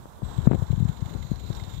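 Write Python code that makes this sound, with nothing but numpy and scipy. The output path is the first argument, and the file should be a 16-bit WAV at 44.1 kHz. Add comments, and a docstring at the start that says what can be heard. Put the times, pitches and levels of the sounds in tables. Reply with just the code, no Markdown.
"""Live-steam model train in wind.

A small engine approaches on a garden track, almost wholly on the right. Steam hisses in two drifting
bands, the exhaust beats four times a wheel turn and the wheels tick on the rails. Wind buffets the left
microphone port, and the hardest blow drives a limiter. A distant outdoor rush lies behind."""
import sys
import numpy as np
from scipy import signal
from scipy.fft import rfft, irfft
from scipy.io import wavfile
from scipy.ndimage import uniform_filter1d, minimum_filter1d

SR = 44100
rng = np.random.default_rng(int(sys.argv[2]) if len(sys.argv) > 2 else 0)


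def int16_out(signal):
    """Quantize to a 16-bit WAV file."""
    q = np.round(np.clip(np.atleast_2d(signal).T, -1, 1) * 32767)
    wavfile.write(sys.argv[1], SR, q.astype(np.int16))


N = 79380

# turbulent rumble, left port: time_s, gain_db
RUMBLE_GAIN = [(0, -23), (.045, -16.5), (.075, -42), (.21, -22), (.235, 1), (.35, -4.5), (.41, 2),
               (.55, -0.5), (.67, -4), (.94, 2), (.99, -10), (1.14, -8.5), (1.19, -0.5), (1.24, -4),
               (1.38, -6.5), (1.45, -0.5), (1.68, -9.5), (1.8, -2)]
# rumble colour: freq_hz, level_db
RUMBLE_SPECTRUM = [(15, -83), (35, -51), (65, -44.5), (130, -54), (190, -61), (280, -71.5), (450, -83),
                   (900, -95), (2500, -120)]
# air flutter, strongest in the hardest gust: time_s, gain_db
FLUTTER_GAIN = [(0, -44), (.44, -10.5), (.5, 3), (.52, 4.5), (.555, -4), (.58, -29), (1.05, -22.5),
                (1.13, -7), (1.24, -25), (1.5, -18), (1.8, -26)]
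# flutter colour: freq_hz, level_db
FLUTTER_SPECTRUM = [(100, -18), (350, -58.5), (900, -73), (2400, -85), (3500, -100), (8000, -120)]
# breeze, right port: time_s, gain_db
BREEZE_GAIN = [(0, -1), (.23, -7.5), (.27, -22), (.5, -28), (1.8, -37)]
# breeze colour: freq_hz, level_db
BREEZE_SPECTRUM = [(20, -84), (60, -59.5), (130, -63.5), (250, -75.5), (500, -100)]
# distant rush: time_s, left_db, right_db
RUSH_GAIN = [(.21, -0.5, -5.5), (.31, -1, 2.5), (.46, -3, 3.5), (.56, -2.5, -0.5), (1.2, -5.5, -1.5),
             (1.8, -2, -3.5)]
# rush colour: freq_hz, left_db, right_db
RUSH_SPECTRUM = [(60, -96, -88), (194, -86.5, -94.5), (346, -82.5, -78.5), (536, -79, -81.5),
                 (734, -84.5, -76.5), (1004, -83, -75), (1260, -91, -82.5), (1617, -98.5, -83.5),
                 (2300, -108, -102), (3050, -112, -103), (3740, -104, -104), (4600, -116, -102),
                 (6900, -122, -97), (8900, -114, -102), (10200, -117, -109), (13300, -123, -102),
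                 (14400, -126, -106)]
# escaping steam: time_s, gain_db
STEAM_GAIN = [(.23, 3), (.44, 3), (.56, -1), (.85, -2.5), (1.12, 1), (1.34, 0.5), (1.49, 2.5), (1.62, 2),
              (1.8, 2)]
# drifting peaks in the steam hiss: time_s, lower_hz, upper_hz
STEAM_PEAKS = [(.25, 3610, 7700), (.44, 3660, 7520), (.85, 3700, 7250), (1.12, 3850, 6850),
               (1.34, 3970, 6750), (1.49, 3890, 7150), (1.62, 3650, 7240), (1.8, 3620, 7090)]
# broad steam hiss: freq_hz, level_db
HISS_SPECTRUM = [(1200, -100), (2000, -93), (2600, -95), (4000, -96.5), (5500, -99.5), (8000, -101),
                 (10200, -114), (12500, -102), (14500, -102), (16000, -109)]
# eddies striking the left port: start_s, level_db, pitch_hz
EDDIES = [(0.228, -16.5, 135), (0.3823, -10.5, 118), (0.4715, 7.5, 166.3), (0.5106, -12, 157),
          (0.5322, -15.5, 174), (0.5542, -31, 134), (0.621, -12, 120.4), (0.7012, -9.5, 118.4),
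          (0.7283, -11, 116), (0.7751, -14.5, 143), (0.801, -10.5, 132), (0.823, -9.5, 129.6),
          (.8500, -10.5, 135), (0.8912, -12, 127), (1.0210, -13.5, 123.4), (1.056, -20.5, 110),
          (1.1510, -18, 99.2), (1.245, -24, 98), (1.3129, -11.5, 150), (1.322, -22, 64), (1.5000, -13, 137),
          (1.617, -21.5, 92), (1.673, -25, 108), (1.737, -22.5, 100)]
# sharp crackles on that port: time_s, level_db, half_width_ms
PORT_CRACKLES = [(.057, -24.5, 0.36), (0.221, -21.5, 0.46), (0.4729, 0.5, 0.37), (.5130, 1, 0.65),
                 (0.5183, -9.5, 0.22), (0.5268, -12, 1.2), (0.5341, -11, 0.34), (.5458, -11, 0.75),
                 (.5570, -14.5, 0.8), (.6225, -14.5, 0.67), (0.7297, -12, 0.98), (1.3158, -10.5, 1),
                 (1.5050, -13, 1.0)]
# exhaust beats in one wheel turn: lag_s, level_db
TURN_BEATS = [(0, 0), (.0405, -3.5), (.081, -2.5), (.128, -7)]
# exhaust puff: freq_hz, level_db
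PUFF_SPECTRUM = [(400, -97), (1000, -77), (1600, -100), (2100, -78), (2550, -91.5), (3100, -80.5),
                 (4000, -76.5), (4800, -101.5), (6000, -94.5), (7200, -78.5), (8800, -101.5), (10300, -107),
                 (12500, -90), (15500, -100)]
# wheel-rail contacts: start_s, level_db, tilt_db_per_octave
RAIL_TICKS = [(.668, -8, -7), (.679, -15, -7), (.848, -18, 28), (1.007, -7.5, 3), (1.227, -4.5, -13),
              (1.359, -4, 1), (1.529, -1, 6), (1.550, 0, 9), (1.561, -7, 13), (1.598, -0.5, -16),
              (1.638, 0, -3)]
# wheel and rail modes: freq_hz, level_db, t60_s
WHEEL_MODES = [(2080, -50.5, 0.037), (3630, -47.5, 0.13), (4040, -38.5, 0.019), (4440, -51, 0.021),
               (5570, -48.5, 0.031), (7380, -56, 0.018)]


def undb(db):
    """Decibels to gain."""
    return 10 ** (np.asarray(db) / 20)


def curve(table, axis=1):
    """One table column, interpolated linearly in time."""
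    rows = np.array(table, float)
    return np.interp(np.arange(N) / SR, rows[:, 0], rows[:, axis])


def noise(table, axis=1):
    """Noise with a spectrum given in dB per Hz."""
    rows = np.array(table, float)
    hz = np.maximum(np.fft.rfftfreq(N, 1 / SR), 1)
    db = np.interp(np.log(hz), np.log(rows[:, 0]), rows[:, axis])
    return irfft(rfft(rng.standard_normal(N)) * undb(db), N) * np.sqrt(SR / 2)


def walk(rate_hz):
    """Slewed random steps; spread 1."""
    hold = int(SR / rate_hz)
    steps = np.repeat(rng.standard_normal(N // hold + 1), hold)
    slewed = uniform_filter1d(steps, hold)[:N]
    return slewed / slewed.std()


def band(centre_hz, width_hz):
    """Noise in a moving resonance; rms 1."""
    lowpass = signal.butter(2, width_hz / 2, fs=SR, output="sos")
    in_phase, quadrature = signal.sosfilt(lowpass, rng.standard_normal((2, N)))
    phase = 2 * np.pi * np.cumsum(centre_hz) / SR
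    shifted = in_phase * np.cos(phase) + quadrature * np.sin(phase)
    return shifted / shifted.std()


def turbulence(flutter_highpass_hz=280):
    """Turbulent air rumbles and flutters on the left port."""
    rumble = noise(RUMBLE_SPECTRUM) * undb(curve(RUMBLE_GAIN) + 2.9 * walk(34.5))
    flutter = noise(FLUTTER_SPECTRUM) * undb(curve(FLUTTER_GAIN) + 2.6 * walk(150))
    highpass = signal.butter(3, flutter_highpass_hz, "high", fs=SR, output="sos")
    return rumble + signal.sosfilt(highpass, flutter)


def breeze():
    """A light breeze on the right port dies away early."""
    return noise(BREEZE_SPECTRUM) * undb(curve(BREEZE_GAIN) + 1.9 * walk(24.8))


def outdoor_rush():
    """A distant rush, independent on each side, wavers slightly."""
    return np.array([noise(RUSH_SPECTRUM, side) * undb(curve(RUSH_GAIN, side) + 2.1 * walk(20.9))
                     for side in (1, 2)])


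def steam(jump_s=.226, before_db=-12.5, rise_s=.008, sputter_db=1.3):
    """Steam escapes faintly, then jumps: two drifting bands over a hiss that grows as the engine nears."""
    t = np.arange(N) / SR
    lower_hz, upper_hz = curve(STEAM_PEAKS, axis=1), curve(STEAM_PEAKS, axis=2)
    lower = band(lower_hz, width_hz=800) * undb(-54.5 - 2 * (t + 1))
    # a half-whistling core swells inside the lower band
    core = band(lower_hz, width_hz=380) * undb(-68.5 + 17.5 * (t - 1) + 1.85 * walk(25.06))
    upper = band(upper_hz, width_hz=520) * undb(-61)
    hiss = noise(HISS_SPECTRUM) * undb(3.5 * (t - 1.5))
    onset_db = before_db * (1 - np.clip((t - jump_s) / rise_s, 0, 1))
    return (lower + core + upper + hiss) * undb(curve(STEAM_GAIN) + onset_db + sputter_db * walk(110))


def buffets(bandwidth_octaves=1.107, front_db=-1, front_half_width_s=.0018):
    """Each eddy has a pressure front and thumps the left port; sharp hits crackle."""
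    t = np.arange(N) / SR

    def spike(time_s, half_width_s):
        return (1 + ((t - time_s) / half_width_s) ** 2) ** -1.5

    thumps, spikes = np.zeros(N), np.zeros(N)
    for start_s, level_db, pitch_hz in EDDIES:
        edges_hz = pitch_hz * 2 ** (bandwidth_octaves * np.array([-.5, .5]))
        port = signal.butter(3, edges_hz, "band", fs=SR, output="sos")
        ring = signal.sosfilt(port, signal.unit_impulse(N, int(start_s * SR)) + 1e-18)
        thumps += undb(level_db) * ring / np.abs(ring).max()
        spikes += undb(level_db + front_db) * spike(start_s, front_half_width_s)
    for time_s, level_db, half_width_ms in PORT_CRACKLES:
        spikes += undb(level_db) * spike(time_s, half_width_ms / 1000)
    highpass = signal.butter(2, 90, "high", fs=SR, output="sos")
    return -thumps - signal.sosfilt(highpass, spikes)


def exhaust(first_beat_s=.3795, turn_s=.1699, attack_s=.006, decay_s=.007, slope_db_per_s=-0.5):
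    """The chimney puffs four unequal beats per wheel turn."""
    t = np.arange(N) / SR
    flow = np.zeros(N)
    for turn_start_s in np.arange(first_beat_s, N / SR, turn_s):
        for lag_s, level_db in TURN_BEATS:
            age_s = t - turn_start_s - lag_s
            puff = np.exp(-np.maximum(-age_s / attack_s, age_s / decay_s))
            flow += undb(level_db + rng.standard_normal()) * puff
    return noise(PUFF_SPECTRUM) * flow * undb(slope_db_per_s * t)


def wheel_ticks(pivot_hz=3730, scrape_db=-41, scrape_decay_s=.0041, scrape_top_hz=7100):
    """Each contact is a short scrape that rings wheel and rail with its own brightness."""
    t = np.arange(N) / SR
    lowpass = signal.butter(2, scrape_top_hz, fs=SR, output="sos")
    ticks = np.zeros(N)
    for start_s, level_db, tilt_db_per_octave in RAIL_TICKS:
        age_s = np.maximum(t - start_s, 0)
        for freq_hz, mode_db, t60_s in WHEEL_MODES:
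            detuned_hz = freq_hz * (1 + 0.012 * rng.standard_normal())
            ring = np.sin(2 * np.pi * detuned_hz * age_s) * np.exp(-np.log(1000) * age_s / t60_s)
            tilt_db = tilt_db_per_octave * np.log2(freq_hz / pivot_hz)
            ticks += undb(level_db + mode_db + tilt_db) * ring
        scrape = signal.sosfilt(lowpass, rng.standard_normal(N))
        ticks += undb(level_db + scrape_db) * scrape * np.exp(-age_s / scrape_decay_s) * (t > start_s)
    return ticks


def scene(train_left_db=-42, wind_right_db=-56):
    """Train and breeze right, gusts left, rush on both sides."""
    train = steam() + exhaust() + wheel_ticks()
    wind = turbulence() + buffets()
    left = wind + undb(train_left_db) * train
    right = train + breeze() + undb(wind_right_db) * wind
    return np.array([left, right]) + outdoor_rush()


def record(dry, ceiling_db=0.5, release_db_per_s=130, lookahead_s=.0032, top_hz=15550):
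    """A limiter ducks both sides on the hardest buffet; a steep lowpass cuts the top."""
    peak_db = 20 * np.log10(np.abs(dry).max(axis=0) + 1e-9)
    over_db = np.maximum(peak_db - ceiling_db, 0)
    recovery_db = release_db_per_s * np.arange(N) / SR
    gain_db = recovery_db - np.maximum.accumulate(over_db + recovery_db)
    window = int(2 * lookahead_s * SR)
    smooth_db = uniform_filter1d(minimum_filter1d(gain_db, window), window)
    lowpass = signal.ellip(10, .2, 80, top_hz, fs=SR, output="sos")
    return signal.sosfilt(lowpass, dry * undb(smooth_db))


dry = scene()
out = record(dry)
int16_out(out)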